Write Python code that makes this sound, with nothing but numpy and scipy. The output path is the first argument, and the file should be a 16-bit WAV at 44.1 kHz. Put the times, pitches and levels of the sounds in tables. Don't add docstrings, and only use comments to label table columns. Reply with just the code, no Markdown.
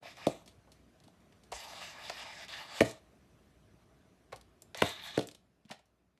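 import sys
import numpy as np
from scipy import signal
from scipy.fft import irfft
from scipy.io import wavfile
from scipy.ndimage import uniform_filter1d

SR = 44100
rng = np.random.default_rng(int(sys.argv[2]) if len(sys.argv) > 2 else 0)


def invert_db(level):
    return 10 ** (np.asarray(level, dtype=float) / 20)


def dump(signal):
    limited = np.clip(np.atleast_2d(signal).T, -1, 1)
    pcm = np.round(limited * 32767).astype(np.int16)
    wavfile.write(sys.argv[1], SR, pcm)


N = 273017

SHELL_THUD_HZ, TILE_THUD_HZ = 680, 263.6


def evened(x):
    return x / np.sqrt(np.mean(x ** 2) + 1e-20)


def read(points, hz):
    f, value = np.transpose(points)
    return np.interp(np.log(hz + 1), np.log(f + 1), value)


def add(mix, start_s, sound):
    part = mix[max(round(start_s * SR), 0):][:len(sound)]
    part += sound[:len(part)]


def resonate(x, hz, width_hz):
    hz = min(hz, 0.45 * SR)
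    return _peak(x, hz, width_hz)


def wander(hz):
    size = int(SR / hz)
    return evened(uniform_filter1d(uniform_filter1d(rng.standard_normal(N), size), size))


def resonate(x, hz, width_hz):
    b, a = signal.iirpeak(min(hz, 0.45 * SR), hz / width_hz, SR)
    return signal.lfilter(b, a, x)


def resonate_twice(x, hz, width_hz):
    return resonate(resonate(x, hz, width_hz), hz, width_hz)


def contacts(t, t60, per_s):
    size, chance, sign = rng.random((len(t), 3)).T
    hits = (chance < per_s / SR) * np.sign(sign - 0.5) * size ** 2
    return hits * invert_db(-60 * t / max(t60, 0.004)) * np.sqrt(SR / per_s)


def floor():
    # hz, level_db (per Hz)
    tone_colour = [(15, -59.5), (25, -29), (34, -7.5), (48, -9.5), (87, -2.5), (173, -3.5), (403, -6.5),
                   (554, -16), (632, -11.5), (916, -20.5), (1020, -16.5), (4370, -28), (6000, -31.5),
                   (12600, -35), (14000, -52.5)]
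    # pitch_hz, width_hz, level_db
    hum_lines = [(60.2, 2.9, -74.5), (103.4, 12, -77.5), (178, 6.5, -77), (233, 14, -89), (635, 61, -78.5)]
    # time_s, level_db
    fade = [(0, -38), (0.015, -3), (.03, 2), (1.0, 1.5), (2.0, 3.5), (4.501, 0), (5.199, 1.5), (5.5, -6),
            (5.9, -8), (6.19, -10.5)]
    frames, hz = N // 256 + 5, np.fft.rfftfreq(1024, 1 / SR)
    a, b, patches = rng.standard_normal((frames, 513, 3)).T
    patches = evened(uniform_filter1d(uniform_filter1d(patches, 8, 0), 8, 1))
    spectrum = (a + 1j * b) * invert_db(read(tone_colour, hz)[:, None] + 2.0 * patches)
    tone = invert_db(-67.5) * evened(signal.istft(spectrum, nperseg=1024, noverlap=768)[1][:N])
    hum = sum(invert_db(db) * evened(resonate(rng.standard_normal(N), f, w)) for f, w, db in hum_lines)
    whine = invert_db(-92.5) * evened(resonate(rng.standard_normal(N), 5920, 30))
    t = np.arange(N) / SR
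    hum += whine * (t < 4.3)
    return (tone + hum) * invert_db(np.interp(t, *np.transpose(fade)))


def tick(hz, t60, thud_db, thud_hz):
    t = np.arange(6000) / SR
    first = contacts(t, 0.3 * t60, 9000)
    after = contacts(t, 1.6 * t60, 6000)
    burst = (first + 0.22 * after) * (1 - np.exp(-t / 0.0008))
    band_hz = [0.51 * hz, min(2.4 * hz, 0.45 * SR)]
    wide = signal.lfilter(*signal.butter(2, band_hz, "band", fs=SR), burst)
    lag_s = 0.0025
    thud = resonate_twice(np.roll(burst, round(lag_s * SR)), thud_hz, 480)
    return 1.1 * wide + 2.1 * resonate(burst, hz, 1000) + invert_db(thud_db + 0.5) * thud / abs(thud).max()


def rim_taps(touches):
    # start_s, peak_db, centre_hz, thud_db
    taps = [(0.024, -59, 1200, 12), (0.0324, -49.5, 4030, -1), (0.169, -40, 2540, -16.5),
            (0.671, -63, 2000, 8.5), (1.0779, -49.5, 4050, -1), (1.5166, -39, 1200, -24),
            (1.5183, -29.5, 3900, -4), (1.525, -25, 2070, -17), (1.73, -39, 2150, -1.5),
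            (2.0964, -21, 2180, -10), (2.4816, -34, 2660, -28.5), (2.8567, -35.5, 2300, -22.5),
            (4.3205, -42.5, 2120, -1.5), (4.326, -41, 4100, 8), (4.326, -29.5, 1410, -15),
            (4.3346, -43.5, 1500, -8), (4.7457, -26, 2190, -12), (4.785, -56, 2000, 3.5),
            (5.699, -49, 2930, 3.5), (5.7096, -33, 3060, -19), (5.7123, -27, 2010, -10),
            (5.7235, -40, 3200, -17), (5.7394, -48, 3460, -28), (5.7915, -51.5, 3296, -9)]
    for s, db, hz, thud_db in taps:
        add(touches, s, invert_db(db) * tick(hz, 0.052, thud_db, SHELL_THUD_HZ))


def slides():
    # time_s, pressure_db, brightening_db (speed), hollowness_db (cone lowered)
    first_push = [(0.03, -61.5, 4, 5.5), (.07, -55, 1, 3), (0.11, -46.5, -4, -10.5), (0.15, -69.5, 2, 2),
                  (.165, -64, 5, 0.5), (0.185, -58.5, 4, 9.5), (0.255, -54, -1, 3.5)]
    walk_in = [(1.54, -48, 7, -0.5), (1.63, -47.5, 3, -0.5), (1.72, -49.5, 2, -2.5), (1.8, -46, -3, -5.5),
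               (1.88, -47, 2, -.5), (1.97, -56.5, 3, 5), (2.09, -43, -1, -5)]
    walk_on = [(2.115, -45, -0.5, -5.5), (2.2, -45.5, -1, -2.5), (2.28, -57, 2.5, 7.5), (2.34, -53.5, 1, 2),
               (2.41, -50.5, 1, 3.5), (2.445, -48, -5, -4.5), (2.47, -63, -7, -5)]
    walk_to_joint = [(2.49, -45, -1, -6.5), (2.53, -44, -5.5, -3), (2.6, -50.5, -0.5, 3),
                     (2.65, -55.5, 2, 3.5), (2.72, -49.5, -1.5, 0), (2.79, -43.5, 2.5, 0)]
    nudge = [(4.76, -54, -2.5, 3), (4.785, -50.5, 5, 2.5), (4.81, -43.5, -1.5, -3.5)]
    last_push = [(4.835, -44, 6, 2), (4.9, -42, 2.5, -2.5), (4.94, -52, 2, -2.5), (4.99, -57.5, 2.5, 4.5)]
    last_slide = [(4.998, -56, -2.5, 1), (5.05, -48.5, 4, -2), (5.085, -46.5, -0.5, -2),
                  (5.13, -52.5, -1, .5), (5.165, -52.5, -0.5, 2)]
    settling = [(5.685, -67, -15, -10), (5.705, -66, -11, 8), (5.742, -73, 2, -8)]
    # start_s, pressure_db, brightening_db, hollowness_db, fading_db_per_s
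    skids = [
        (0.291, -55.5, 10, 7, 155),
        (2.85, -48.5, 11, 6, 202),
        (5.22, -68, 6, -15, 204),
        (5.77, -81, 1, 0, 150),
    ]
    # push, ridge_hz, ridge_db (above the rim)
    moves = [(first_push, 5000, -4.5), (walk_in, 4830, -4.5), (walk_on, 5000, -2),
             (walk_to_joint, 4600, -3.5), (nudge, 4200, -2.5), (last_push, 3720, 3.7),
             (last_slide, 3620, 5.1), (settling, 4260, -16)]
    skid_s = 0.13
    for s, db, bright_db, hollow_db, fading in skids:
        start = (s, db, bright_db, hollow_db)
        end = (s + skid_s, db - fading * skid_s, bright_db, hollow_db)
        moves.append(([start, end], 3900, -3))
    return moves


def excited(modes, grains):
    total = np.zeros(N)
    for hz, width_hz, db in modes:
        swell = invert_db(db + 2.6 * wander(16))
        shifted = np.roll(grains, rng.integers(N))
        total += swell * resonate_twice(shifted, hz, 1.6 * width_hz)
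    return evened(total)


def scrape():
    # pitch_hz, width_hz, level_db
    shell_modes = [(660, 150, 0), (870, 130, 0), (1180, 170, 0)]
    wall_modes = [(1700, 220, 0), (2030, 220, 0), (2380, 240, 0), (2830, 270, -1)]
    rim_modes = [(3580, 470, 2), (3980, 690, -4), (5080, 820, -7.5)]
    grit_modes = [(6180, 920, 2.5), (7560, 1200, 2), (9060, 640, -11.5), (10270, 740, -5),
                  (12000, 2200, -6.5)]
    # rest_db, brightening_share, hollowness_share
    shares = [
        (-5, 0.13, 1),
        (-2, -0.51, 0.87),
        (-5, 0.089, 0.37),
        (-11.5, 0.98, 0),
    ]
    sizes = invert_db(2.6 * np.minimum(rng.exponential(1, N), 5))
    grains = sizes * rng.choice([-1, 1], N) * (rng.random(N) < 6000 / SR)
    chatter = invert_db(1.2 * wander(60))
    shell = excited(shell_modes, grains)
    wall = excited(wall_modes, grains)
    rim = excited(rim_modes, grains)
    grit = excited(grit_modes, grains)
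    t, out = np.arange(N) / SR, np.zeros(N)
    rise_s, fade_s = 0.008, 0.02
    for rows, ridge_hz, ridge_db in slides():
        s, press_db, bright_db, hollow_db = np.transpose(rows)
        singing = rim + invert_db(ridge_db) * evened(resonate_twice(grains, ridge_hz, 810))
        edge = np.clip(np.minimum((t - s[0]) / rise_s, (s[-1] - t) / fade_s) + 1, 0, 1)
        for part, (db, bright, hollow) in zip((shell, wall, singing, grit), shares):
            level_db = press_db + db + bright * bright_db + hollow * hollow_db
            out += edge * invert_db(np.interp(t, s, level_db)) * part
    return chatter * out


def paw(hz):
    turns = np.arange(4000) / SR * hz
    return np.sin(2 * np.pi * turns) * (turns / 0.7) * np.exp(1 - turns / 0.7)


def paw_steps(touches):
    # start_s, peak_db, pitch_hz
    steps = [(0.057, -42, 680), (0.176, -52, 653), (0.294, -39, 332), (0.576, -57, 109),
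             (0.797, -56.5, 270), (1.069, -53, 251), (1.44, -60.5, 190), (1.816, -45, 650),
             (3.129, -57.5, 223), (5.652, -51, 198), (5.707, -43.5, 206), (1.529, -50, 53.3),
             (2.813, -40, 71.5), (4.33, -54, 116), (4.83, -41, 89)]
    for s, db, hz in steps:
        add(touches, s, invert_db(db) * paw(hz))


def bent(colour, spread, lag_s):
    hz = np.fft.rfftfreq(2048, 1 / SR)
    lead = spread * (np.sqrt(hz) - np.sqrt(500)) ** 2 / np.sqrt(500)
    phase = -2 * np.pi * (hz * lag_s - lead)
    x = irfft(invert_db(read(colour, hz)) * np.exp(1j * phase))[:1024]
    return x / abs(x).max()


def knock(crack_db, crack_hz, blow_hz):
    # pitch_hz, level_db, t60_s
    hollow = [(119.1, -13, 0.22), (196.8, -4, 0.057), (294.6, -4.5, 0.069), (424, -12, 0.096),
              (492, -4, 0.033), (634, 1, 0.057), (700, -10.5, 0.1123), (1160, -20.5, 0.031)]
    # hz, level_db
    blow_colour = [(60, -20), (150, 5), (300, 7.5), (600, 0.5), (900, -9.5), (1300, -18), (2000, -34.5),
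                   (4000, -56.5)]
    t = np.arange(8000) / SR
    modes = np.zeros(len(t))
    for hz, db, t60 in hollow:
        modes += invert_db(db - 60 * t / t60) * np.sin(2 * np.pi * (hz * t + rng.random()))
    modes *= 1 - np.exp(-t / 0.0022)
    shake = contacts(t, 0.045, 700) * (t > 0.005)
    x = invert_db(-13) * signal.fftconvolve(modes, shake / np.linalg.norm(shake))[:len(t)]
    swing = [(0.4 * blow_hz, -25), (blow_hz, 0), (1.7 * blow_hz, -25), (4 * blow_hz, -70)]
    lag_s, rise_s = 0.0052, 0.0013
    add(x, 0, 0.6 * bent(blow_colour, 0.05, lag_s) + 0.4 * bent(swing, 0.05, lag_s))
    grit = contacts(t, 0.018, 9000) * (1 - np.exp(-(t / rise_s) ** 3))
    crack = resonate(grit, crack_hz, 1200)
    crack -= 0.33 * resonate(grit, 3000, 1600) + 0.5 * resonate(grit, 1326, 630)
    return x + invert_db(crack_db + 12.5) * crack / abs(crack).max()


def joint_knocks(blows, touches):
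    # start_s, peak_db, crack_db, crack_hz, blow_hz
    catches = [
        (0.266, -14.5, -27.5, 3520, 640),
        (2.805, -11.5, -15, 2000, 505),
        (2.814, -14.5, -26.5, 1657, 557.5),
        (4.819, -15, -14, 1030, 680),
        (5.174, -17, -26.5, 1800, 472),
        (5.19, -22.5, -20.5, 3950, 606),
    ]
    for s, db, crack_db, crack_hz, blow_hz in catches:
        add(blows, s, invert_db(db + 3.0) * knock(crack_db, crack_hz, blow_hz))
        snap = tick(4400, 0.08, -26.5, SHELL_THUD_HZ)
        add(touches, s + 0.00089, invert_db(db - 13.5) * snap)


def rim_grazes(touches):
    # start_s, peak_db, centre_hz
    rustles = [(0.4593, -50.5, 4840), (0.4764, -43.5, 3700), (0.7175, -48.5, 4260), (1.0362, -51, 4040),
               (1.2018, -62, 3470), (1.323, -56, 2550), (1.4344, -53, 4200), (4.3692, -55, 3140),
               (5.2085, -37, 3000), (5.2244, -41, 3860), (5.855, -65, 5680)]
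    for s, db, hz in rustles:
        add(touches, s, invert_db(db) * tick(hz, 0.13, -8.5, TILE_THUD_HZ))


def claw_clicks(touches):
    # start_s, peak_db, centre_hz
    clicks = [(1.001, -44.5, 3460), (2.4478, -38, 6100), (2.8944, -32, 4600), (2.9104, -27, 4600),
              (4.36, -33, 4720), (4.411, -40, 4600), (4.6202, -32, 7650), (4.7735, -26.5, 6700),
              (4.8058, -35, 7100), (4.8903, -28, 7900), (5.2712, -30.5, 7900), (5.2864, -31, 3200),
              (5.3123, -32.5, 4100), (5.3478, -34.5, 3800), (5.651, -49, 2200), (5.657, -53, 3990),
              (5.693, -46, 4750), (5.717, -35, 3620), (6.175, -53.5, 2140)]
    for s, db, hz in clicks:
        add(touches, s, invert_db(db) * tick(hz, 0.025, -22.5, TILE_THUD_HZ))


def room(x):
    # hz, t60_s
    decay = [(100, 0.26), (300, 0.25), (700, 0.27), (2000, 0.3), (5000, 0.25), (12000, 0.19)]
    echoes = np.zeros(SR // 2)
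    at = np.arange(200, SR // 2 - 20, 20)
    echoes[at + rng.integers(0, 20, len(at))] = rng.choice([-1., 1.], len(at))
    hz, t, z = signal.stft(echoes, SR, nperseg=256)
    dying = invert_db(-60 * t / read(decay, hz)[:, None])
    tail = signal.istft(z * dying, SR, nperseg=256)[1]
    return signal.fftconvolve(x, tail / np.linalg.norm(tail))[:N]


def scene():
    blows, touches = np.zeros(N), np.zeros(N)
    rim_taps(touches)
    strokes = invert_db(-1.5) * scrape()
    paw_steps(touches)
    joint_knocks(blows, touches)
    rim_grazes(touches)
    claw_clicks(touches)
    wet = room(invert_db(-13) * blows + invert_db(-12) * touches + invert_db(-9.5) * strokes)
    return (blows + touches + strokes + wet + floor())[None]


def band_limit(x):
    return signal.sosfilt(signal.butter(12, 14290, fs=SR, output="sos"), x)


def record(dry):
    x = signal.lfilter(*signal.butter(3, 45, "high", fs=SR), dry)
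    lowpass = signal.firwin(255, 13150, window=("kaiser", 6), fs=SR)
    x = signal.oaconvolve(x, lowpass[None], "same")
    return band_limit(x)


dry = scene()
out = record(dry)
dump(out)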